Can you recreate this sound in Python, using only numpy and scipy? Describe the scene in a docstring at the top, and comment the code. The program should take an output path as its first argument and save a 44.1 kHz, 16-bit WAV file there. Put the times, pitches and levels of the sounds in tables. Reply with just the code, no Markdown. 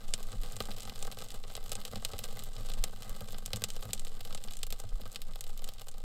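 """Sap pockets crack sharply as dry twigs and lichen catch fire in a sheet-steel stove, heard close to its
open door: each burst snaps in three treble regions, scatters off the steel and thumps the air modes of the box.
Finer crackle fills the gaps, made of the same bursts, much fainter and at random times.
Soft puffs of burning gas boom in the box, and a flickering noise bed gives the flame's roar and hiss.
Warm air rocks the microphone: slow swings, a quicker flutter and a few single buffets."""
import sys
import numpy as np
from scipy import signal
from scipy.io import wavfile
from scipy.ndimage import uniform_filter1d

SR = 44100
rng = np.random.default_rng(int(sys.argv[2]) if len(sys.argv) > 2 else 0)


def materialize(psi):
    """Save the field psi as 16-bit PCM at rate SR to the path in sys.argv[1].

    A 1-D psi becomes a single channel; in a 2-D psi each row is a channel.
    """
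    bounded = np.clip(np.atleast_2d(psi).T, -1, 1)
    quanta = np.round(bounded * 32767).astype(np.int16)
    wavfile.write(sys.argv[1], SR, quanta)


N = 266353

# Bursting sap pockets: start_s [s], level_db [dB, nominal crack peak],
# brightness_db [dB, upper treble offset before chance colour], thump_db [dB, push of gas re crack]
SAP_BURSTS = [(0.0817, -43, 1, -9), (0.105, -50, 2, -8), (0.1378, -18.5, -4, -15.5), (0.1977, -43, -5, -12),
              (0.229, -38.5, 3.5, -16), (0.2697, -47, 1, -13), (0.319, -38.5, -1, -2),
              (0.3283, -38, -8, -3), (0.4151, -45, 5, -20), (0.422, -46, 3, -21), (0.4343, -33.5, -2.5, -9),
              (0.4606, -38, -3, -7), (0.51, -47, -4, -12), (0.5215, -47.5, 12, -12), (0.5312, -39, -7, -8),
              (0.5584, -41, 0, -18), (0.5656, -34.5, 2.5, -5), (0.6041, -22, -7.5, -2.5),
              (0.623, -37, 1, -25), (0.6546, -36, -1.5, -9), (0.7069, -37, -2, -5),
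              (0.7144, -29.5, -12, -23), (0.765, -44, -4, -9), (0.7831, -35.5, -3, -12),
              (0.7984, -38, -2, -9), (0.8046, -34.5, -1, -22), (0.821, -36.5, -2, -18),
              (0.8319, -38, 3, -6), (0.8523, -37, -4, -4), (0.8756, -37, -6, -3.5),
              (0.8963, -28.5, -9, -20), (0.937, -44, -12, -18), (0.959, -35, -14, -15),
              (0.9801, -48, -4, -16), (1.0261, -30, 1.5, -10), (1.0498, -36, -5, -9),
              (1.0697, -39.5, 4, -3), (1.0762, -42, -2, 5.5), (1.1152, -34, -2, -10),
              (1.1234, -33.5, -3, -7), (1.1462, -43, -1, -17), (1.1712, -38.5, -5, -2),
              (1.1874, -32.5, -2, -14), (1.205, -38.5, -6, 0.5), (1.2212, -33, -4.5, -7),
              (1.286, -40.5, 0, -29), (1.3045, -32.5, -3.5, -29), (1.3154, -49, 8, -9),
              (1.3204, -40, -3, -8), (1.3424, -40, 2, -4), (1.4384, -35, -25, -8), (1.5005, -38, -14, -4),
              (1.5214, -51, 7, -13), (1.5523, -27.5, -5, -13), (1.5662, -33.5, -1, -17),
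              (1.5751, -36.5, -7, -1), (1.6402, -45, 5, -16), (1.6618, -39, 1, -8), (1.6942, -38, 4, -23),
              (1.7178, -26.5, 2.5, -8.5), (1.7232, -29, -13, -15), (1.7302, -33, 3, -9),
              (1.7535, -30.5, -0.5, -10.5), (1.766, -38, -7, -22), (1.8027, -41, 1, -19),
              (1.8149, -35, -5, -12), (1.8514, -26, -2.5, -16), (1.8709, -43, -5, -8),
              (1.8794, -39, -4, -9), (1.914, -39, -1, -18), (1.9328, -40.5, -9, 7.5),
              (1.9572, -29, -6.5, -9), (1.9984, -43, -13, -7), (2.0493, -19, -2.5, -19),
              (2.0868, -42.5, 0, -11), (2.1346, -31.5, -9, -2), (2.182, -38, 0, -16),
              (2.1901, -27, 0.5, -14), (2.205, -44, -1, -13), (2.2367, -36, -2, -10), (2.2399, -29, 0, -11),
              (2.2524, -36, -13, -10), (2.2861, -43, -9, -7), (2.3256, -43, 2, 1), (2.3607, -41.5, -3, -2),
              (2.392, -33.5, 1.5, -19), (2.397, -37.5, -5, -18), (2.423, -37.5, -7, -3),
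              (2.4373, -40, 9.5, -22), (2.465, -46.5, 1, -7), (2.565, -34, -12, -10), (2.5985, -46, 0, -7),
              (2.6485, -45, -3, -1), (2.66, -42, 1, -8), (2.669, -41, -6, -6), (2.688, -35.5, -3.5, -14),
              (2.697, -41, 4, -1), (2.701, -31, -10, -15), (2.7173, -34, -9, -12), (2.737, -32, -2.5, -17),
              (2.777, -42, -3, -9), (2.787, -46, -1, -4), (2.8393, -19, 0.5, -16), (3.0223, -36, -0.5, -26),
              (3.0308, -36, -6, -28), (3.0944, -39.5, 8, -10), (3.1638, -49, 9, -20), (3.2071, -35, 0, -16),
              (3.285, -38.5, -10, -9), (3.307, -40, -1, -19), (3.3229, -41.5, 6, -23),
              (3.3446, -33.5, -16, -6), (3.3837, -36, 2.5, -9), (3.4546, -41, -5, -18),
              (3.46, -29, 4.5, -9), (3.5327, -18, -9, -14), (3.5599, -30.5, 3, -18), (3.5684, -39, 7, 0),
              (3.596, -51, 5, -5), (3.6199, -32, 0, -2.5), (3.6392, -17, -1.5, -17), (3.6876, -45, 9, -10),
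              (3.703, -30, -1, -20), (3.7358, -46, 4, -11), (3.7643, -33.5, -2.5, -7.5),
              (3.809, -49, 8, -15), (3.8267, -32.5, -4.5, -11), (3.8538, -41, 3, 1), (3.9071, -35, -6, -19),
              (3.9326, -21, 3.5, -16.5), (3.9485, -50, 10, -13), (3.9772, -37, -7, -21),
              (3.9953, -34, 2.5, -16), (4.0491, -36, 1, -8.5), (4.0689, -33, -12, -12),
              (4.081, -41, -4, -25), (4.206, -37, -6, -7), (4.2088, -33, -3, -14), (4.2502, -33.5, -1, -11),
              (4.2733, -39.5, -4, -24), (4.3066, -39.5, -15, -3), (4.3264, -34, -5, -12),
              (4.3478, -31, 0.5, -5.5), (4.3764, -33, -8, -18), (4.439, -34.5, 2.5, -19),
              (4.4846, -33, -16, -31), (4.509, -35, -1, -13), (4.522, -42, 4, -18),
              (4.5355, -34.5, -1, -21), (4.5532, -45, -2, -9.5), (4.5693, -39, 5.5, -17),
              (4.59, -44, 4, -20), (4.6314, -22.5, -2, -18.5), (4.6674, -37.5, 5, -12),
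              (4.7046, -33, 2, -16), (4.7251, -26.5, -0.5, -9), (4.7897, -48, 7, -16), (4.8, -36.5, 6, -6),
              (4.8914, -44, -4, -18), (5.0103, -44, 1, -21), (5.016, -38, -3, -22), (5.0555, -39.5, -5, 2),
              (5.0618, -41.5, -13, -2.5), (5.1173, -43.5, 6, -25), (5.1273, -45.5, 7, -21),
              (5.147, -36.5, -2, -10), (5.1588, -23.5, -8, -16.5), (5.218, -32, 0.5, -20),
              (5.3355, -39.5, -6, -25), (5.3576, -35, -2, -8), (5.4085, -34, 7.5, -14),
              (5.4402, -35.5, 0, -15), (5.4667, -40, -5, -7), (5.4775, -50, 8, -8), (5.493, -45, -1, -16),
              (5.5034, -44.5, 0, -19), (5.576, -40, 5, -17), (5.5929, -38.5, -6, -11),
              (5.6205, -41, 0, -3.5), (5.6429, -32.5, 2.5, -10.5), (5.6767, -41, 0, -20),
              (5.686, -41, -3, -4), (5.6894, -30, -3.5, -17), (5.7367, -43, 4, -25), (5.784, -40, -15, -14),
              (5.796, -40, -1, -13), (5.8166, -36.5, 1, -11), (5.8695, -48, 4, 4), (5.8841, -36, 1, -13),
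              (5.888, -44, 5, -8), (5.9144, -52, 8, -13), (5.9817, -44.5, 4, -3)]
# Dull puffs of igniting gas: start_s [s], level_db [dB, drive of the low modes],
# upper_db [dB, drive of the middle modes re low]
GAS_PUFFS = [(0.334, -35.5, 1), (.544, -40.5, 2), (0.604, -37.5, -9), (0.685, -33, 10), (1.075, -36, -5),
             (1.207, -42, 2), (1.931, -36, 0), (1.96, -33, -7), (2.132, -32, 2.5), (2.153, -43, 6),
             (2.418, -42, -2), (2.603, -38, 2.5), (2.833, -33, -5), (3.051, -40, 2), (3.21, -39.5, 9),
             (3.533, -32, 3.5), (3.618, -36, -5), (3.846, -33, -5), (3.891, -37, -3), (4.345, -50, -12),
             (4.835, -36, 4), (4.995, -33.5, 0), (5.055, -40.5, -8), (5.184, -44.5, -1), (5.278, -54, -4)]
# How briskly the fire burns, base for fine crackle and flame: time_s [s], level_db [dB]
BURN = [(0.0, -58), (1.0, -55.5), (1.46, -59), (2.2, -56), (3.0, -57.5), (4.6, -59.5), (4.8, -62),
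        (5.5, -62), (6.04, -64)]
# Air modes of the firebox, low and middle: pitch_hz [Hz], width_hz [Hz], level_db [dB, relative]
BOX_LOW = [(46.3, 6.8, 2.5), (65, 60, -3.5), (106.4, 15.2, 6), (163.8, 14.4, -4.5), (209.6, 30.4, -2),
           (283, 54, -28.5)]
BOX_MID = [(394.3, 68, -6.5), (489.5, 93, 3), (669, 162, -1), (794, 60, 3.5), (1141, 123, -0.5),
           (1281, 83, 2), (1562, 72, -1.5), (2044, 94, -3)]
# Colour of a crack at the door, in rising treble regions:
# pitch_hz [Hz], width_hz [Hz, nominal], level_db [dB, relative]
CRACK = [(1930, 1970, -5.5), (3010, 493, 6), (3890, 730, 4.5), (5280, 770, 0.5)]
BRIGHT = [(6460, 3140, 4.1), (7700, 920, 12.96), (8700, 1360, 5.34)]
TOP = [(10330, 1250, -1), (11300, 2150, 2.5), (14340, 2200, 0), (15500, 1100, -2.5)]
# Single buffets of warm air on the microphone: centre_s [s], level_db [dB, envelope peak]
BUFFETS = [(0.392, -24), (2.812, -23.5), (3.108, -30.5), (4.947, -21.5)]
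# Treble regions of a burst: colour modes, low_hz [Hz], high_hz [Hz] of the direct sound, then
# the scatter's change in ash and canvas: dull_db [dB, at once], loss_db_per_s [dB/s]
TREBLE_REGIONS = [(CRACK, 1800., 5800., -.6, 0),
                  (BRIGHT, 5800., 9500., -1.5, -150.),
                  (TOP, 10000., 16200., -3., -400.)]

WALLS_DB, WALLS_T60_S = -17.5, .024  # dense scatter off the near steel
BACK_WALL_DB, BACK_WALL_S = -11., .002  # single echo
TENT_DB, TENT_T60_S = -28., .09  # faint lingering tail
TOP_DB, TINT_DB = -3.5, 3  # top region re crack; spread of a loud burst's chance colour
BUFFET_S, BUFFET_HZ = 0.022, 22  # 1/e half length and swing rate of a buffet
SWAY_DB, QUICK_DB = -34.5, -53.5  # rms of the slow sway and the quicker flutter
RECORDER_TOP_HZ = 16300


def undb(db):
    """Decibels to gain."""
    return 10 ** (np.asarray(db) / 20)


def level(x, db):
    """Set the rms level in dB."""
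    return x * undb(db) / np.sqrt(np.mean(x ** 2))


def burn_db(time_s):
    """Base level of the fire at the given times, joined by straight lines."""
    points_s, points_db = np.transpose(BURN)
    return np.interp(time_s, points_s, points_db)


def resonate(x, modes, steep):
    """Sum resonances side by side with alternating sign; steep ones are widened and passed twice."""
    out = 0
    for k, (hz, width_hz, db) in enumerate(modes):
        b, a = signal.iirpeak(hz, hz / (width_hz * (1.5 if steep else 1)), fs=SR)
        y = signal.lfilter(b, a, x)
        if steep:
            y = signal.lfilter(b, a, y)
        out = out + (-1) ** k * undb(db) * y
    return out


def ring(x, modes, steep=False, by_peak=True):
    """Excite the resonances: a unit click peaks at 1, or else unit white noise stays at rms 1."""
    click_answer = resonate(signal.unit_impulse(4096), modes, steep)
    scale = np.abs(click_answer).max() if by_peak else np.sqrt(np.sum(click_answer ** 2))
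    return resonate(x, modes, steep) / scale


def place(times_s, grains):
    """Lay one grain (a row) at each time."""
    size = grains.shape[1]
    at = (np.asarray(times_s) * SR).astype(int)[:, None] + np.arange(size)
    return np.bincount(at.ravel(), grains.ravel(), N + 2 * size)[:N]


def draught():
    """Warm air rocks the microphone: two bands of very low noise, plus single in-and-out buffets."""
    t = np.arange(N) / SR
    out = np.zeros(N)
    for centre_s, db in BUFFETS:
        since = t - centre_s
        envelope = undb(db) * np.exp(-(since / BUFFET_S) ** 2)
        out += envelope * np.sin(2 * np.pi * BUFFET_HZ * since)
    for db, low_hz, high_hz in ((SWAY_DB, 8., 18.), (QUICK_DB, 19., 34.)):
        sos = signal.butter(4, [low_hz, high_hz], "bandpass", fs=SR, output="sos")
        # one second of run-in lets the filter settle
        swings = signal.sosfilt(sos, rng.standard_normal(N + SR))[SR:]
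        out += level(swings, db)
    return out


def flame():
    """Turbulent burning as noise: the box colours a flickering roar, the crack modes a steadier hiss."""
    hold = SR // 25  # a new random flicker value every 40 ms, smoothed over as long
    steps = np.repeat(rng.standard_normal(N // hold + 1), hold)
    flicker = uniform_filter1d(steps, hold)[:N]
    noise = rng.standard_normal((5, N))
    # levels are re the burn level; the flicker then moves roar and body in dB
    roar = level(ring(noise[0], BOX_LOW), 1.36) * undb(3.6 * flicker)
    body = level(ring(noise[1], BOX_MID), -13.0) * undb(7.1 * flicker)
    hiss = level(ring(noise[2], CRACK, steep=True), -13.0)
    hiss += level(ring(noise[3], BRIGHT, steep=True), -13.5)
    hiss += level(ring(noise[4], TOP, steep=True), -16.5)
    return undb(burn_db(np.arange(N) / SR)) * (roar + body + hiss)


def gas_pushes(count, push_s, tail_db, t60_s, order=9):
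    """A smooth one-sided push of unit area and varied length, then ragged afterburn, duller at high order."""
    size = 3000
    t = np.arange(size) / SR
    length_s = push_s * (0.9 + 0.69 * rng.random((count, 1)))
    push = -t * np.exp(-t / length_s) / (length_s ** 2 * SR)
    noise = rng.standard_normal((count, size))
    afterburn = uniform_filter1d(noise, size=order, axis=1) * np.sqrt(order)
    return push + undb(tail_db) * afterburn * 1000. ** (-t / t60_s)


def puffs():
    """Soft pushes of burning gas ring the low box modes; shorter ones ring the middle modes."""
    start_s, db, upper_db = np.transpose(GAS_PUFFS)
    count = len(start_s)
    low = gas_pushes(count, 0.0013, -41.0, 0.14) * undb(db)[:, None]
    upper = gas_pushes(count, 0.00053, -38.5, 0.056, order=40) * undb(db + upper_db)[:, None]
    return ring(place(start_s, low), BOX_LOW) + ring(place(start_s, upper), BOX_MID)


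def direct_snap(x, modes, low_hz, high_hz):
    """The direct sound: broad, short resonances held inside a band; a unit click peaks at 1."""
    sos = signal.butter(2, [low_hz, high_hz], "bandpass", fs=SR, output="sos")
    wide = [(hz, 1.8 * width_hz, db) for hz, width_hz, db in modes]
    click_answer = signal.sosfilt(sos, ring(signal.unit_impulse(512), wide))
    return signal.sosfilt(sos, ring(x, wide)) / np.abs(signal.hilbert(click_answer)).max()


def thumps(start_s, db):
    """The gas of each burst pushes the air of the box and rings its modes."""
    pushes = gas_pushes(len(start_s), .00013, -39., .04) * undb(db)[:, None]
    push = place(start_s, pushes)
    return undb(4.0) * ring(push, BOX_MID) + undb(-10.0) * ring(push, BOX_LOW)


def cracks(start_s, db, bright_db, top_db, thump_db, size=2800):
    """Each burst snaps in three treble regions, scatters off the steel and thumps the box."""
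    t = np.arange(size) / SR
    echo = signal.unit_impulse(size, int(BACK_WALL_S * SR))
    snap = signal.unit_impulse(size) + undb(BACK_WALL_DB) * echo
    # near walls answer evenly up to 2 ms and die fast; the tent lingers faintly
    walls = undb(WALLS_DB) * (t > .0005) * 1000. ** (-np.maximum(t - BACK_WALL_S, 0) / WALLS_T60_S)
    tail = walls + undb(TENT_DB) * 1000. ** (-t / TENT_T60_S)
    out = thumps(start_s, db + thump_db)
    region_levels_db = (db, db + bright_db, db + top_db)
    for region_db, region in zip(region_levels_db, TREBLE_REGIONS):
        modes, low_hz, high_hz, dull_db, loss_db_per_s = region
        gain = undb(region_db)[:, None]
        noise = rng.standard_normal((len(start_s), size))
        polarity = np.sign(noise[:, :1])
        snaps = place(start_s, snap * polarity * gain)
        scatter = place(start_s, tail * undb(dull_db + loss_db_per_s * t) * noise * gain)
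        out = out + direct_snap(snaps, modes, low_hz, high_hz)
        out = out + ring(scatter, modes, steep=True, by_peak=False)
    return out


def fine_crackle(count=1900):
    """Needles and lichen tick at random: many faint, a few stronger, each with its own colour."""
    start_s = rng.random(count) * (N - 1) / SR
    strength = np.minimum(rng.exponential(size=count), 3.3)
    tint_db = 4. * rng.standard_normal((count, 3))
    db = burn_db(start_s) + 2.37 + 3.83 * strength
    bright_db, top_db, thump_db = (np.array([-2.5, -6., -5.]) + tint_db).T
    return cracks(start_s, db, bright_db, top_db, thump_db, size=1300)


def sap_pops():
    """Sap pockets burst loudly: a brighter one gains in both upper treble regions."""
    start_s, db, bright_db, thump_db = np.transpose(SAP_BURSTS)
    # chance colour trades one upper region against the other
    tint_db = TINT_DB * rng.standard_normal(len(start_s))
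    return cracks(start_s, db, bright_db + tint_db, TOP_DB + bright_db - tint_db, thump_db)


def scene():
    """Everything reaches one microphone close to the open door."""
    return (draught() + flame() + puffs() + fine_crackle() + sap_pops())[None]


def record(dry):
    """The recorder cuts the top with a steep low-pass."""
    sos = signal.ellip(10, .2, 90, RECORDER_TOP_HZ, fs=SR, output="sos")
    return signal.sosfilt(sos, dry)


dry = scene()
out = record(dry)
materialize(out)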